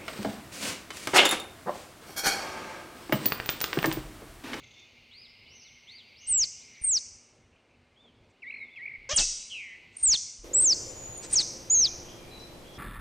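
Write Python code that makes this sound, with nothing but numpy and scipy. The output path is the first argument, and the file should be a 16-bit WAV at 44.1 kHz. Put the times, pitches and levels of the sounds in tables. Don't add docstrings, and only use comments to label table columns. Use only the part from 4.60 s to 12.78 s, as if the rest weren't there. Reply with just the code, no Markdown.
import sys
import numpy as np
from scipy import signal
from scipy.fft import rfft, irfft, next_fast_len
from scipy.io import wavfile
from scipy.ndimage import uniform_filter1d

SR = 44100
rng = np.random.default_rng(int(sys.argv[2]) if len(sys.argv) > 2 else 0)


def materialize(psi):
    bounded = np.clip(np.atleast_2d(psi).T, -1, 1)
    quanta = np.round(bounded * 32767).astype(np.int16)
    wavfile.write(sys.argv[1], SR, quanta)


N = 360738
T = np.arange(N) / SR


def undb(db):
    return 10 ** (np.asarray(db) / 20)


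def unit(x):
    return x / np.sqrt(np.mean(x ** 2) + 1e-20)


def colour(x, points):
    hz, db = np.transpose(points)
    f = np.maximum(np.fft.rfftfreq(len(x), 1 / SR), 1)
    gain = undb(np.interp(np.log(f), np.log(hz), db))
    return irfft(rfft(x) * gain, len(x))


def noise(points):
    white = rng.standard_normal(next_fast_len(N))
    return unit(colour(white, points)[:N])


def walk(rate, size=N):
    k = max(int(SR / rate), 1)
    steps = np.repeat(rng.standard_normal(size // k + 2), k)
    return 1.3 * uniform_filter1d(uniform_filter1d(steps, k), k)[:size]


def curve(rows):
    return np.interp(T, *np.transpose(rows))


def fade(sound):
    return sound * signal.windows.tukey(len(sound), min(1, 128 / len(sound)))


def add(track, start_s, sound):
    i = max(int(start_s * SR), 0)
    track[i:i + len(sound)] += fade(sound)[:max(N - i, 0)]


def slope(x, t60_s, build_s, early_db):
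    # f/Hz, level/dB
    slope_tint = [(1000, -0.5), (2200, -2), (3100, -3.5), (4100, -4.5), (4700, 0), (6000, 9), (7300, 0.5),
                  (8900, -2.5), (9500, -43)]
    t = np.arange(int(1.3 * SR)) / SR
    tail = undb(-60 * t / t60_s)
    near = undb(early_db) * np.exp(-t / 0.013)
    shape = (1 - np.exp(-t / build_s)) * (tail + near)
    response = rng.standard_normal(len(t)) * shape / np.sqrt(np.sum(shape ** 2))
    return signal.fftconvolve(x, colour(response, slope_tint))[:N]


def restless(points, flicker_db):
    x = noise(points)
    low, low_mid = (signal.sosfiltfilt(signal.butter(2, hz, fs=SR, output="sos"), x) for hz in (180, 900))
    low_part = low * undb(flicker_db * walk(12))
    mid_part = (low_mid - low) * undb(flicker_db / 2 * walk(12))
    return low_part + mid_part + x - low_mid


def hum(lines):
    tones = []
    for hz, db in lines:
        gain = np.sqrt(2) * undb(db + 2 * walk(2.4))
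        tones.append(gain * np.sin(2 * np.pi * hz * T + 0.3 * walk(7.7)))
    return sum(tones)


def outdoors():
    # f/Hz, relative level/dB
    air_tint = [(15, -61.5), (25, -17.5), (102, -7.5), (195, -18), (237, -10.5), (282, -18), (361, -15),
                (419, -16), (592, -18.5), (670, -20.5), (758, -20.5), (1070, -23.5), (2420, -28.5),
                (9210, -44.5), (12000, -79), (20300, -120)]
    rush_tint = [(25, 1), (50, 2), (120, -2.5), (220, -2), (380, -3.5), (560, -4), (750, -7.5), (1600, -17),
                 (2400, -16.5), (4000, -19.5), (6000, -23), (9000, -25.5), (14500, -30.5), (16000, -52.5)]
    drone_tint = [(230, -23), (310, 2.5), (360, 3.5), (430, -6.5), (520, 7), (600, -2.5), (760, -41)]
    # f/Hz, level/dB (the rush hum also follows the rush level)
    air_hum = [(102.3, -83.5), (242.2, -76.5)]
    rush_hum = [(118.4, -60.5), (349.9, -59.5)]
    # t/s, rush level change/dB, drone level within the rush/dB
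    rush_course = [(5.81, -45, -12), (5.845, -0.5, 3), (6.1, -1, 1), (6.5, 0.5, -8.5), (6.9, -1.5, -5),
                   (7.4, 0, -10.5), (7.8, -0.5, -15), (8.18, -1, -10)]
    air_db, rush_db = -65, -48.5
    s, level_db, drone_db = np.transpose(rush_course)
    air = restless(air_tint, flicker_db=4.0) * undb(air_db) + hum(air_hum)
    drone = noise(drone_tint) * undb(np.interp(T, s, drone_db))
    mid = (restless(rush_tint, flicker_db=0.8) + drone) * undb(rush_db) + hum(rush_hum)
    side_tint = [(40, -14.5), (200, -10.5), (500, -7.5), (1000, -3), (4000, -1.5), (12000, -13)]
    side = colour(noise(rush_tint), side_tint) * undb(rush_db)
    rush = mid + side * np.array([[1], [-1]])
    return air + rush * undb(np.interp(T, s, level_db))


def rumble(voice):
    # f/Hz, relative level/dB
    rumble_tint = [(20, -3.5), (50, -1), (110, -7.5), (250, -20), (700, -21), (2000, -36.5), (4000, -63.5)]
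    below_voice_db = -33
    loudness = np.sqrt(np.abs(uniform_filter1d(voice ** 2, size=2048)))
    return undb(below_voice_db) * loudness * noise(rumble_tint)


def bumps():
    # t/s, f/Hz, level before the decay/dB, decay/s
    knocks = [(1.71, 91, -37.5, 0.0086), (2.214, 66, -36.5, 0.0073), (4.379, 35.2, -51.5, 0.053),
              (4.534, 74, -27, 0.0071), (4.594, 26.6, -30.5, 0.055), (5.479, 59.6, -37.5, 0.017),
              (5.79, 39.2, -44.5, 0.084), (6.491, 111, -36, 0.021)]
    out, t = np.zeros(N), np.arange(SR // 2) / SR
    for s, hz, db, decay in knocks:
        envelope = np.exp(-t / decay) * (1 - np.exp(-t / 0.00138))
        add(out, s, undb(db) * np.sin(2 * np.pi * hz * t) * envelope)
    return out


def noise_bursts():
    # t/s, half length/s, level/dB
    burst_rows = [(3.707, 0.011, -75), (4.599, 0.03, -28), (5.421, 0.059, -54), (6.034, 0.035, -44.5),
                  (6.647, 0.02, -41), (6.742, 0.033, -37), (6.81, 0.01, -35)]
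    # f/Hz, relative level/dB
    burst_tint = [(100, -2.5), (1000, -4), (3000, -5), (6000, 3), (8500, 6), (9300, -35), (15000, -43.5)]
    swells = sum(undb(db) * np.exp(-((T - s) / half) ** 2) for s, half, db in burst_rows)
    grain = undb(2 * walk(500))
    return swells * noise(burst_tint) * grain


def whistle(hz, db, rough, overtone_db, scatter_hz, edge):
    u = np.linspace(0, 1, len(hz))
    phase = 2 * np.pi * np.cumsum(hz + rough * scatter_hz * walk(700, len(u))) / SR
    swell = np.abs(np.sin(np.pi * u)) ** edge
    gain = undb(db + 4.6 * rough * walk(140, len(u))) * swell
    return np.sqrt(2) * gain * (np.sin(phase) + undb(overtone_db) * np.sin(2 * phase))


def notes(table, overtone_db, scatter_hz, edge):
    out = np.zeros(N)
    for start, length, first, middle, last, db, rough in table:
        bend = np.polyfit([0, .5, 1], [first, middle, last], 2)
        hz = np.polyval(bend, np.linspace(0, 1, int(length * SR)))
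        add(out, start, whistle(hz, db, rough, overtone_db, scatter_hz, edge))
    return out


def level_notes(table):
    return [(start, length, hz, hz, hz, db, rough) for start, length, hz, db, rough in table]


def chatter(count=1100, blur_db=-1.5, chirps_db=-4):
    # t/s, level/dB
    chatter_course = [(0, -59.5), (.8, -59), (1.35, -60), (1.75, -59.5), (2.2, -61.5), (2.5, -67),
                      (2.9, -76.5), (3.8, -73), (4.4, -65.5), (5.2, -64), (5.7, -65.5), (6.2, -86)]
    # f/Hz, relative level/dB
    blur_tint = [(1500, -38.5), (1900, -8.5), (2100, 3.5), (2800, 3), (3300, -4.5), (4500, -2.5),
                 (7000, -29.5)]
    when, length, pitch, glide, size = rng.random((count, 5)).T
    hz = 2100 + 950 * pitch ** 2
    half_glide = 130 * (glide - .5)
    rows = np.column_stack([6.2 * when, .02 + 0.044 * length,
                            hz - half_glide, hz, hz + half_glide, -12 * size, .3 * length])
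    chirps = unit(notes(rows, overtone_db=-42.5, scatter_hz=201.8, edge=0.87))
    blur = noise(blur_tint)
    return (undb(blur_db) * blur + undb(chirps_db) * chirps) * undb(curve(chatter_course))


def arches():
    # start/s, rise/s, fall/s, foot f/Hz, crest f/Hz, level at the foot before mixing/dB, roughness/0-1
    arch_rows = [(.11, 0.084, 0.036, 3840, 5560, -69.5, 0.38), (.51, 0.12, 0.042, 3140, 5030, -50, 0.22),
                 (.635, 0.063, 0.028, 4280, 5380, -64, 0.24), (0.857, .108, .135, 3020, 6230, -55, .12),
                 (1.269, 0.093, 0.063, 2800, 4710, -47.5, .3), (1.548, 0.092, 0.066, 2770, 6510, -53, 0.21),
                 (1.995, .13, 0.045, 2860, 6100, -56.5, 0.07), (3.36, 0.073, 0.068, 3065, 3600, -61.5, 0.1),
                 (3.855, .115, .11, 3397, 4220, -62, .06), (4.09, .035, 0.07, 3050, 3580, -62.5, .08),
                 (4.75, 0.18, 0.079, 3550, 4140, -58, 0.1)]
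    rise_bend, fall_bend, db_per_khz = 2.1, 1.1, -2.5
    out = np.zeros(N)
    for start, rise, fall, foot_hz, crest_hz, db, rough in arch_rows:
        t = np.arange(-rise, fall, 1 / SR)
        below = np.where(t < 0, np.abs(t / rise) ** rise_bend, np.abs(t / fall) ** fall_bend)
        hz = crest_hz - (crest_hz - foot_hz) * below
        climb_khz = (hz - foot_hz) / 1000
        note = whistle(hz, db + db_per_khz * climb_khz, rough, overtone_db=-29.5, scatter_hz=300, edge=0.35)
        add(out, start, note)
    return out


def far_birds(tick_s=0.0073, direct_db=-1, scattered_db=-5):
    # start/s, length/s, f/Hz, level before mixing/dB, roughness/0-1
    piping_rows = [(.13, 0.14, 3580, -59.5, 0.42), (.85, 0.15, 2950, -61.5, 0.1),
                   (1.25, .15, 2095, -60, 0.27), (1.6, 0.26, 2897, -55, 0.3), (2.1, .19, 2174, -58.5, 0.53),
                   (2.92, 0.091, 2740, -72, 0.6), (3.09, 0.072, 2465, -71, 0.7)]
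    # t/s, level/dB
    tick_rows = [(.002, -56), (0.042, -54.5), (.07, -62), (0.114, -56.5), (.143, -59), (.197, -57.5),
                 (.228, -68)]
    # f/Hz, relative level/dB
    tick_tint = [(2500, -13), (3600, 6.5), (5000, -19), (6400, 0), (7500, -16), (9000, -43)]
    ticks = sum(undb(db) * np.exp(-((T - s) / tick_s) ** 2) for s, db in tick_rows)
    song = arches() + notes(level_notes(piping_rows), overtone_db=-34.5, scatter_hz=300, edge=.3)
    scattered = slope(song, t60_s=.12, build_s=.002, early_db=0)
    return undb(direct_db) * song + undb(scattered_db) * scattered + ticks * noise(tick_tint)


def tree_birds(direct_db=-3, echo_db=-1):
    # start/s, length/s, f/Hz, level before mixing/dB, roughness/0-1
    tree_rows = [(6.06, 0.22, 7070, -46, 0.12), (6.35, 0.24, 6870, -45, 0.24),
                 (6.6, 0.33, 2395, -61.5, 0.55), (7.15, 0.088, 3995, -49, 0.03),
                 (7.16, 0.19, 2410, -57.5, 0.24), (7.46, .12, 3230, -54.5, .6),
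                 (7.58, 0.2, 2395, -59.5, 0.24), (7.71, 0.15, 3980, -50.5, 0.2),
                 (8.03, .18, 3310, -56.5, .55)]
    # t/s, level before mixing/dB
    chip_rows = [(7.5, -58), (7.789, -55.5), (8.136, -58)]
    # first f/Hz, middle f/Hz, last f/Hz
    chip_pitch = (6240, 5200, 4240)
    chip_s = 0.021
    chips = [(s, chip_s, *chip_pitch, db, .12) for s, db in chip_rows]
    song = notes(level_notes(tree_rows) + chips, overtone_db=-48, scatter_hz=248, edge=0.11)
    around = np.array([slope(song, t60_s=0.84, build_s=0.0071, early_db=-5) for _ in range(2)])
    return undb(direct_db) * song + undb(echo_db) * around


def warble(count=5, rough=0.29):
    # start/s, swoop/s, trill starts after/s, beat/s, first trill top f/Hz, closing note/s, swoop level/dB
    phrases = [(3.819, .076, .078, .0205, 2835, 0.056, -40.5), (4.158, .094, .094, .0195, 2550, 0.014, -40)]
    # f/Hz, level/dB
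    beak_tint = [(1700, -5.5), (2000, -5.5), (2250, 2), (2500, -2.5), (2900, -7), (5000, -1.5)]
    rest_hz, swoop_hz, swoop_turns, swoop_damping = 2165, 646, 1.05, 2.25
    trill_foot_hz, trill_duty, hz_per_beat = 1920, .88, -57.5
    trill_db, db_per_beat, closing_db = 3.5, -1.3, 2.1
    out, rows = np.zeros(N), []
    for start, swoop, trill_after, beat, top_hz, closing, db in phrases:
        u = np.linspace(0, 1, int(swoop * SR))
        hz = rest_hz + swoop_hz * np.exp(-swoop_damping * u) * np.cos(2 * np.pi * swoop_turns * u)
        add(out, start, whistle(hz, db, rough, overtone_db=-30.5, scatter_hz=140, edge=.35))
        trill_start = start + trill_after
        for k in range(count):
            top = top_hz + k * hz_per_beat
            beat_db = db + trill_db + k * db_per_beat
            middle = (trill_foot_hz + top) / 2
            rows.append((trill_start + k * beat, trill_duty * beat, trill_foot_hz, middle, top, beat_db, rough))
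        rows += level_notes([(trill_start + count * beat, closing, rest_hz, db + closing_db, rough)])
    return colour(out + notes(rows, overtone_db=-44, scatter_hz=300, edge=0.6), beak_tint)


def buzz(flutter_hz=194, swing_hz=170, throb=0.37):
    # t/s, f/Hz, level before the flutter/dB
    buzz_course = [(4.899, 3230, -53), (4.921, 3020, -40), (4.964, 2620, -39.5), (5.018, 2256, -41.5),
                   (5.081, 2070, -47), (5.15, 2010, -49.5), (5.19, 1950, -67)]
    s, pitch, db = np.transpose(buzz_course)
    t = np.arange(s[0], s[-1], 1 / SR)
    flutter_rate = flutter_hz * (1 + 0.022 * walk(103, len(t)))
    flutter = np.sin(2 * np.pi * np.cumsum(flutter_rate) / SR)
    hz = np.interp(t, s, pitch) + swing_hz * flutter + 40 * walk(600, len(t))
    gain = np.sqrt(2) * undb(np.interp(t, s, db)) * (1 + throb * flutter)
    out = np.zeros(N)
    add(out, s[0], gain * np.sin(2 * np.pi * np.cumsum(hz) / SR))
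    return out


def near_peeps():
    # start/s, length/s, first f/Hz, middle f/Hz, last f/Hz, level/dB, roughness/0-1
    peep_rows = [(4.507, 0.12, 2940, 2880, 2930, -41, 0.17), (4.512, 0.067, 3280, 3240, 3200, -38.5, 0),
                 (4.602, .042, 2684, 2620, 2670, -36.5, 0.11), (5.367, 0.008, 8800, 8930, 8750, -35.5, 0),
                 (5.375, 0.095, 8900, 8730, 9250, -45.5, .25), (6.572, 0.012, 8900, 8800, 9050, -43, 0.06),
                 (2.213, .03, 8890, 8920, 8800, -43, .15), (4.541, .018, 9000, 9020, 8900, -43, 0),
                 (6.708, 0.017, 8830, 9050, 9200, -44, .2)]
    return notes(peep_rows, overtone_db=-44, scatter_hz=247, edge=0.49)


def held_down(echo, voice, threshold_db, release_s):
    power = np.abs(uniform_filter1d(voice ** 2, size=128))
    keep = np.exp(-1 / (release_s * SR))
    slow_power = signal.lfilter([1 - keep], [1, -keep], power)
    power = np.maximum(power, slow_power)
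    return echo / np.sqrt(1 + power / undb(threshold_db) ** 2)


def bark(jitter=0.032, gruff=0.96):
    # t/s, pulse rate f/Hz, level/dB
    bark_course = [(4.49, 484, -39), (4.493, 512.4, -34.5), (4.513, 575, -29), (4.53, 642, -29),
                   (4.538, 572, -36), (4.546, 516, -40.5)]
    # f/Hz, relative level/dB
    throat_tint = [(300, -8.5), (560, -2), (1200, -3), (2500, -2), (4500, -3), (6000, 6), (8000, -12),
                   (9000, -40.5)]
    s, pitch, db = np.transpose(bark_course)
    t = np.arange(s[0], s[-1], 1 / SR)
    hz = np.interp(t, s, pitch) * (1 + jitter * walk(1200, len(t)))
    phase = 2 * np.pi * np.cumsum(hz) / SR
    pulses = unit(sum(np.cos(k * phase) / k ** 0.52 for k in range(1, 16)))
    gated = rng.standard_normal(len(t)) * (1 + .5 * np.cos(phase))
    air = unit(colour(gated, [(800, -8.5), (4000, -4.5), (9000, 1), (12000, -30.5)]))
    ring = rng.standard_normal(64) * np.exp(-np.arange(64) / SR / 0.00061)
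    smear = np.exp(1j * np.angle(rfft(ring, len(t))))
    smeared = irfft(rfft(pulses + gruff * air) * smear, len(t))
    out = np.zeros(N)
    add(out, s[0], unit(colour(smeared, throat_tint)) * undb(np.interp(t, s, db)))
    return out


def squeal_pitch(t, start, top_hz, scoop_hz, hold, fall, bend):
    # t/s, step f/Hz, glide/s
    slip_rows = [(1.7206, -1367, 0.019), (5.461, -2150, 0.024), (5.986, -380, 0.0044), (5.999, 800, .004),
                 (7.1457, -510, .0017)]
    scoop_s, break_hz, lowest_hz = 0.011, 4587, 2200
    slips = [row for row in slip_rows if start < row[0] < start + hold + fall]
    held = top_hz - scoop_hz * np.exp(-(t - start) / scoop_s)
    held = held + sum(step * (1 + np.tanh((t - s) / glide)) / 2 for s, step, glide in slips)
    drop = top_hz + sum(step for _, step, _ in slips) - break_hz
    hz = held - drop * (np.maximum(t - start - hold, 0) / fall) ** bend
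    span = break_hz - lowest_hz
    sinking = lowest_hz + span * np.exp(np.minimum(hz - break_hz, 0) / span)
    return np.where(hz > break_hz, hz, sinking)


def squeal_level(t, start, attack, length, release):
    # t/s, half length/s, level change/dB
    dip_rows = [(2.263, 0.0078, -7.5), (5.444, .002, 0.5), (6.019, 0.0019, -15), (6.751, 0.0042, -16)]
    attack_bend, release_db = 1.1, 32
    rise = attack_bend * 20 * np.log10(np.clip((t - start) / attack, 1 / SR, 1))
    decay = release_db * np.maximum(t - start - length, 0) / release
    dips = sum(db * np.exp(-((t - s) / half) ** 2) for s, half, db in dip_rows)
    return rise - decay + dips


def squirrel(jitter=0.0035, shimmer=.05, break_up=0.028, rasp_hz=4200, husk_db=-30):
    # release/s, pitch waver/share, level/dB, echo send against voice/dB, rasp against tone before slack/dB
    squeal_rows = [(1.664, 0.056, 9005, 1798, 0.1, 0.077, 1.43, 0.016, 0.0031, -23, -18, -16),
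                   (2.234, 0.013, 8800, 98, 0.0069, .136, 1.82, 0.017, .004, -23.5, -19, -19),
                   (4.558, .005, 8870, 0, 0.0043, .025, .92, 0.032, 0.0065, -20.5, -2.5, -8),
                   (5.426, 0.0096, 9030, 54, .062, 0.05, 1.52, 0.071, 0.0035, -20, -13.5, -11.5),
                   (5.931, 0.022, 7975, 1900, 0.11, 0.091, .76, 0.016, 0.012, -20, -17, -20.5),
                   (6.725, 0.0091, 8790, -0.5, 0.0096, .0615, 0.72, 0.055, 0.0056, -20.5, -13, -17.5),
                   (7.098, 0.0062, 6986, 652, 0.067, 0.089, 2.92, 0.046, 0.0043, -20, -19.5, -19)]
    # f/Hz, relative level/dB
    rasp_tint = [(60, -0.5), (300, -7.5), (1200, -12.5), (2500, -4), (4500, -4), (8500, -12.5), (9400, -27),
                 (15000, -39)]
    longest_release_s = 0.027
    voice, sent, hiss = np.zeros(N), np.zeros(N), noise(rasp_tint)
    for start, attack, top_hz, scoop_hz, hold, fall, bend, release, waver, db, echo_db, rasp_db in squeal_rows:
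        t = np.arange(start, start + hold + fall + min(release, longest_release_s), 1 / SR)
        hz = squeal_pitch(t, start, top_hz, scoop_hz, hold, fall, bend)
        hz = hz * (1 + waver * walk(120, len(t)))
        slack = .05 + .95 / (1 + (np.log(hz / rasp_hz) / .2) ** 2) ** 1.5
        hz = hz * (1 + (jitter + break_up * slack) * walk(1400, len(t)))
        level_db = db + squeal_level(t, start, attack, hold + fall, release)
        gain = undb(level_db) * (1 + shimmer * walk(250, len(t)))
        husk = undb(husk_db) * walk(2500, len(t))
        tone = np.sqrt(2) * gain * (1 + husk) * np.sin(2 * np.pi * np.cumsum(hz) / SR)
        rasp = gain * undb(rasp_db) * slack * hiss[int(start * SR):][:len(t)]
        add(voice, start, tone + rasp)
        add(sent, start, undb(echo_db) * (tone + rasp))
    return voice, sent


def scene():
    voice, sent = squirrel()
    gruff = bark()
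    raw_echo = slope(sent + undb(-16.0) * gruff, t60_s=0.76, build_s=0.013, early_db=9.0)
    echo = held_down(raw_echo, voice, threshold_db=-28.0, release_s=0.0013)
    peeps = near_peeps()
    warbler = warble() + buzz()
    far = far_birds()
    bird_send = undb(-5.0) * warbler + undb(-4.5) * far + undb(-8.0) * peeps
    bird_echo = slope(bird_send, t60_s=1.3, build_s=0.0037, early_db=-14)
    birds = peeps + warbler + far + bird_echo + chatter() + tree_birds()
    return voice + gruff + echo + birds + noise_bursts() + bumps() + rumble(voice) + outdoors()


def record(dry):
    top_hz = 15700
    return signal.sosfilt(signal.ellip(8, .2, 70, top_hz, fs=SR, output="sos"), dry)


dry = scene()
out = record(dry)
materialize(out)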